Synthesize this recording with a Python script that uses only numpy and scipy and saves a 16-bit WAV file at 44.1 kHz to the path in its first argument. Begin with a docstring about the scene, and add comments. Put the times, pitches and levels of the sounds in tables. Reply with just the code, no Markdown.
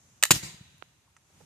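"""Faint insects and wind, then a plastic latch snaps open: a water rocket launches on an open lawn.
The neck pops free, and water and air burst out with a thump and a hiss of spray. Houses and trees
echo it. The perspective is a hand-held phone a few metres away: something small, perhaps a drop,
taps one microphone port, and the phone ticks and knocks as it is tilted up."""
import sys
import numpy as np
from scipy import signal
from scipy.fft import rfft, irfft
from scipy.io import wavfile

SR = 44100
rng = np.random.default_rng(int(sys.argv[2]) if len(sys.argv) > 2 else 0)


def int16_out(signal):
    """Quantize to a 16-bit WAV file."""
    q = np.round(np.clip(np.atleast_2d(signal).T, -1, 1) * 32767)
    wavfile.write(sys.argv[1], SR, q.astype(np.int16))


N = 63945
NEAR_APART_HZ, FAR_APART_HZ = 11000, 480  # near and far noise turn wide above these
POP_S = .3074  # the moment of launch


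def undb(db):
    """Decibels to gain."""
    return 10 ** (np.asarray(db) / 20)


def since(start):
    """Seconds since a moment, zero before it."""
    return np.maximum(np.arange(N) / SR - start, 0)


def fader(points):
    """Gain ride through (time [s], level [dB]) points."""
    return undb(np.interp(since(0), *np.array(points).T))


def freqs():
    """Frequencies of the filter bins."""
    return np.maximum(np.arange(N + 1) * SR / (2 * N), 1)


def along(points):
    """(frequency [Hz], value) points joined on a log-frequency axis."""
    hz, value = np.array(points).T
    return np.interp(np.log(freqs()), np.log(hz), value)


def hump(hz, octaves):
    """A broad resonance, in dB."""
    offset = np.log2(freqs() / hz) / octaves
    return -20 * np.log10(1 + offset ** 4 / 2 + offset ** 2 / 2)


def colour(x, db):
    """Minimum-phase EQ with the given dB shape; white noise keeps its power."""
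    gain = undb(db) / np.sqrt(np.mean(undb(db) ** 2))
    cepstrum = irfft(np.log(gain + 1e-7))
    cepstrum[1:N] *= 2
    cepstrum[N + 1:] = 0
    return irfft(rfft(x, 2 * N) * np.exp(rfft(cepstrum)))[..., :N]


def steep(x, hz, kind):
    """Fourth-order high-pass or low-pass."""
    return signal.sosfilt(signal.butter(4, hz, kind, fs=SR, output="sos"), x)


def noise(apart_hz):
    """Noise at both ports: alike in the bass, unrelated in the treble."""
    mid, side = rfft(rng.standard_normal((2, 2 * N)))
    like = .97 / (1 + (freqs() / apart_hz) ** 2)
    return irfft(mid * np.sqrt((1 + like) / 2) + side * np.sqrt((1 - like) / 2) * [[1], [-1]])[:, :N]


def burst(start, attack, hold, release):
    """Linear attack, hold, exponential release, in seconds."""
    return np.minimum(since(start) / attack, 1) * np.exp(-since(start + attack + hold) / release)


def ring(start, modes):
    """Damped modes struck at one moment."""
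    t = since(start)
    return sum(undb(db - 60 * t / t60) * np.sin(2 * np.pi * hz * t) for hz, db, t60 in modes)


def pan(db):
    """Left and right gains for a level difference."""
    return undb(np.array([[1], [-1]]) * db / 2)


def late(x, delay):
    """The same sound, later."""
    return np.array([np.interp(since(0) - delay, since(0), side, left=0) for side in x])


def smear(x, eq, delay, rise, decay):
    """Many small reflections that arrive together and fade."""
    fade = burst(delay, rise, 0, decay)
    response = colour(noise(FAR_APART_HZ) * fade / np.linalg.norm(fade), along(eq))
    return signal.fftconvolve(x, response, axes=1)[:, :N]


# Tone of the leaf hiss and the wind (frequency [Hz], level [dB])
LEAVES_EQ = [(100, -7), (250, -2.5), (450, -8.5), (900, -6), (1400, -8.5), (2500, -9.5), (4500, -12.5),
             (9000, -13), (14000, -22), (15000, -28.5)]
WIND_EQ = [(20, -31), (45, -16.5), (80, 0), (150, -5), (260, -19), (600, -37.5), (2000, -61.5)]
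# Fader rides of the ambience bed (time [s], level [dB])
LEAVES_RIDE = [(0, -66.5), (.2, -66), (.6, -64.5), (1.0, -70), (1.25, -69.5), (1.41, -62), (1.45, -63.5)]
INSECT_RIDE = [(0, -67), (.2, -68), (.7, -70), (1.1, -79.5), (1.45, -69)]
WIND_RIDE = [(0, -65.5), (.7, -66), (1.0, -72), (1.28, -72.5), (1.35, -63.5), (1.45, -64.5)]
def ambience():
    """Soft hiss of leaves, a band of distant insects and a low rumble of wind."""
    leaves = fader(LEAVES_RIDE) * colour(noise(FAR_APART_HZ), along(LEAVES_EQ))
    insects = fader(INSECT_RIDE) * colour(noise(FAR_APART_HZ), hump(hz=6460, octaves=.23))
    wind = fader(WIND_RIDE) * colour(noise(FAR_APART_HZ), along(WIND_EQ))
    return leaves + insects + wind


# Handling hits (time [s], level [dB], centre [Hz], width [octaves], decay [s], pan L-R [dB])
HANDLING_HITS = [(.7815, -51, 8000, 1.6, 0.00064, -3), (1.074, -66.5, 1000, .3, 0.01, -4),
                 (1.165, -49.5, 1400, 0.66, 0.0038, -7), (1.166, -55.5, 7030, 0.39, .004, 3),
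                 (1.302, -60.5, 399, 1.1, 0.0045, -4), (1.404, -55, 553, 0.49, 0.0043, -15.5),
                 (1.410, -52, 480, 1.07, 0.0047, -6), (1.420, -52.5, 138, 0.43, .008, -10)]
def handling():
    """The phone ticks and knocks in the hand as it is tilted up."""
    out = 0
    for start, db, hz, octaves, decay, pan_db in HANDLING_HITS:
        tick = noise(NEAR_APART_HZ) * burst(start, .00031, 0, decay)
        out = out + undb(db) * pan(pan_db) * colour(tick, hump(hz, octaves))
    return out


# Tight ring of the tapped port (frequency [Hz], level [dB], t60 [s])
TAP_MODES = [(770, -19, 0.0044), (1400, -8, .006), (2500, -3, 0.0015)]
def port_tap():
    """Something drop-sized, too small to make bass, taps the right port."""
    tap = steep(ring(start=.8242, modes=TAP_MODES), 4500, "low")
    return undb(-29.5) * pan(-24) * steep(tap, 292, "high")


# Reverb bands of grass and trees (frequency [Hz], level [dB], t60 [s])
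TAIL_BANDS = [(120, -20, 1.7), (300, -36.5, .9), (700, -30, 1.1), (1100, -33, 1.2), (1700, -24, 1.35),
              (2630, -25, 1.4), (3880, -20.5, 1.3), (5300, -24, 0.72), (7000, -23, .65), (10000, -20, .38),
              (13500, -26, .25)]
# Tone of the late answer from the trees (frequency [Hz], level [dB])
TREES_EQ = [(150, -0.5), (300, -4), (650, 1), (1100, -6), (1600, -6.5), (2100, 6), (2700, -6.5),
            (4200, 2.5), (5500, 1.5), (7000, -2.5), (10000, -4.5), (14000, -11.5)]
def lawn_reverb(x):
    """Diffuse echo of the surroundings: the treble dies first, and a group of trees answers late."""
    field, tail = rfft(noise(FAR_APART_HZ), 2 * N), 0
    for hz, db, t60 in TAIL_BANDS:
        crossover = along([(row[0], float(row[0] == hz)) for row in TAIL_BANDS])
        band = irfft(field * crossover)[:, :N]
        fade = burst(0, attack=.012, hold=0, release=t60 / np.log(1000))
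        tail = tail + undb(db) * band * fade / np.linalg.norm(fade)
    trees = undb(-25) * smear(x, TREES_EQ, delay=.116, rise=.005, decay=.056)
    return signal.fftconvolve(x, tail, axes=1)[:, :N] + trees


# Slapback taps of the boom (delay [s], level [dB])
SLAPS = [(0.023, -13), (.049, -11.5), (.121, -17), (.137, -22), (0.176, -28.5), (.231, -25.5), (.298, -23),
         (.433, -36)]
def slapback(thump):
    """Houses and trees throw back the low end of the boom."""
    dull = steep(thump, 202, "low")
    return sum(undb(db) * late(dull, delay) for delay, db in SLAPS)


# Tone of the early reflections (frequency [Hz], level [dB])
GRASS_EQ = [(1000, -3.5), (2800, -5), (4300, 2), (6500, -0.5), (8100, -9.5), (10500, 2), (14000, -4.5)]
def grass_scatter(snaps):
    """The snaps scatter in the grass nearby."""
    return undb(-17) * smear(snaps, GRASS_EQ, delay=.004, rise=.008, decay=.02)


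# Stereo lean of the direct sound (frequency [Hz], pan L-R [dB])
PORT_PAN = [(100, 1), (380, 2.5), (700, -2), (1290, -6.5), (2380, -7.5), (4400, 6), (8100, -0.5),
            (15000, 0.5)]
def ports(x):
    """The phone's body colours the launch differently at each port; the right hears it later."""
    shade_db, lag_s = along(PORT_PAN) / 2, 25e-6
    left, right = colour(x[0], shade_db), colour(x[1], -shade_db)
    lag = np.exp(-2j * np.pi * freqs() * lag_s)
    return np.array([left, irfft(rfft(right, 2 * N) * lag)[:N]])


# Tone of the spray (frequency [Hz], level [dB])
SPRAY_EQ = [(35, -22), (60, -15), (130, -10), (300, -15), (700, -24), (1900, -19), (3800, -14.5),
            (7000, -14.5), (11000, -23), (14000, -21.5), (15000, -33.5)]
def spray():
    """A cloud of fine droplets hisses behind the rising bottle."""
    grain = undb(1.5 * np.repeat(rng.standard_normal(N // 32 + 1), 32)[:N])
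    hiss = noise(FAR_APART_HZ) * grain * burst(POP_S, attack=.01, hold=.042, release=.023)
    return undb(-30) * colour(hiss, along(SPRAY_EQ))


# Latch hits (time [s], level [dB], ring send [dB], treble tilt [dB/octave])
LATCH_HITS = [(0.2265, -10.5, -10, -1.5), (0.2358, -3.5, -12.5, 1.5), (0.2528, -18.5, -14, 0.28)]
# Tone of each crack (frequency [Hz], level [dB])
CRACK_EQ = [(100, -46), (380, -36), (580, -10), (750, -13), (1130, -3), (1500, -10), (1930, -2), (2250, -6),
            (2700, -4), (3600, -10), (5500, -10.5), (8100, -2), (10600, -19), (13200, -9), (15000, -18)]
# Ring of launcher and bottle (frequency [Hz], level [dB], t60 [s])
PLASTIC_MODES = [(599.4, -12.5, .04), (1120, -4, .03), (1348, -25, 0.18), (1932, -3, .035), (2700, -5, .02),
                 (4370, -13.5, .04), (6900, -3.5, 0.017)]
def latch():
    """Sharp plastic snaps ring launcher and bottle and bounce off the ground."""
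    out = 0
    for start, db, ring_db, tilt_db in LATCH_HITS:
        tone_db = along(CRACK_EQ) + tilt_db * np.log2(freqs() / 3000)
        crack = colour(noise(NEAR_APART_HZ) * burst(start, .0001, 0, release=.0019), tone_db)
        body = undb(ring_db) / 2 * ring(start, PLASTIC_MODES)
        out = out + undb(db) * (crack + body)
    bounce = undb(-12.5) * late(out, delay=.0023)
    return steep(out + bounce, 553, "high")  # small parts radiate no bass


# Low-end pulses of the boom (frequency [Hz], level [dB], half-length [s])
BOOM_PULSES = [(55, -40.5, .012), (154, -16.5, .0036), (318, -22, 0.0046)]
def boom():
    """The freed air swells and swings for a cycle or two, peaking just after the pop."""
    t = since(0) - POP_S - .0048
    swing = sum(undb(db) * np.exp(-(t / half) ** 2 / 2) * np.cos(2 * np.pi * hz * t)
                for hz, db, half in BOOM_PULSES)
    fade_in = np.minimum(since(POP_S - .002) / .003, 1)
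    return pan(1.5) * fade_in * swing


# Tone of the neck's pop and of the jet (frequency [Hz], level [dB])
POP_EQ = [(100, -20.5), (400, -6), (850, -2.5), (1300, -4.5), (2100, 2.5), (4000, -6.5), (15000, -20.5)]
JET_EQ = [(120, -25.5), (300, -10), (550, -16.5), (1000, -15.5), (1400, -15), (1900, -7), (2200, -12.5),
          (2650, -4), (3200, -7), (5800, -11.5), (6500, -3.5), (7150, 3.5), (7700, -4.5), (8500, -5.5),
          (9500, -11.5), (11400, -17.5), (14000, -8), (15000, -15.5)]
def blast():
    """The neck pops free and the jet empties the bottle in about a hundredth of a second."""
    pop = noise(NEAR_APART_HZ) * burst(POP_S, attack=.0001, hold=0, release=.0012)
    jet = noise(NEAR_APART_HZ) * burst(POP_S - .001, attack=.0022, hold=.0086, release=.0042)
    return undb(-3.5) * colour(pop, along(POP_EQ)) + undb(-8.5) * colour(jet, along(JET_EQ))


def scene():
    """Launch, echoes and surroundings at the two microphone ports."""
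    snaps, thump = latch(), boom()
    direct = snaps + blast() + thump
    launch = ports(direct) + grass_scatter(snaps) + spray()
    return launch + slapback(thump) + lawn_reverb(direct) + port_tap() + handling() + ambience()


def record(dry):
    """The phone sheds the deepest rumble, rounds the loudest peaks and cuts the top."""
    low_cut_hz, ceiling, high_cut_hz = 38, 1.2, 14650
    thin = signal.sosfilt(signal.butter(2, low_cut_hz, "high", fs=SR, output="sos"), dry)
    rounded = ceiling * np.tanh(thin / ceiling)
    return signal.sosfilt(signal.ellip(8, .2, 70, high_cut_hz, fs=SR, output="sos"), rounded)


dry = scene()
out = record(dry)
int16_out(out)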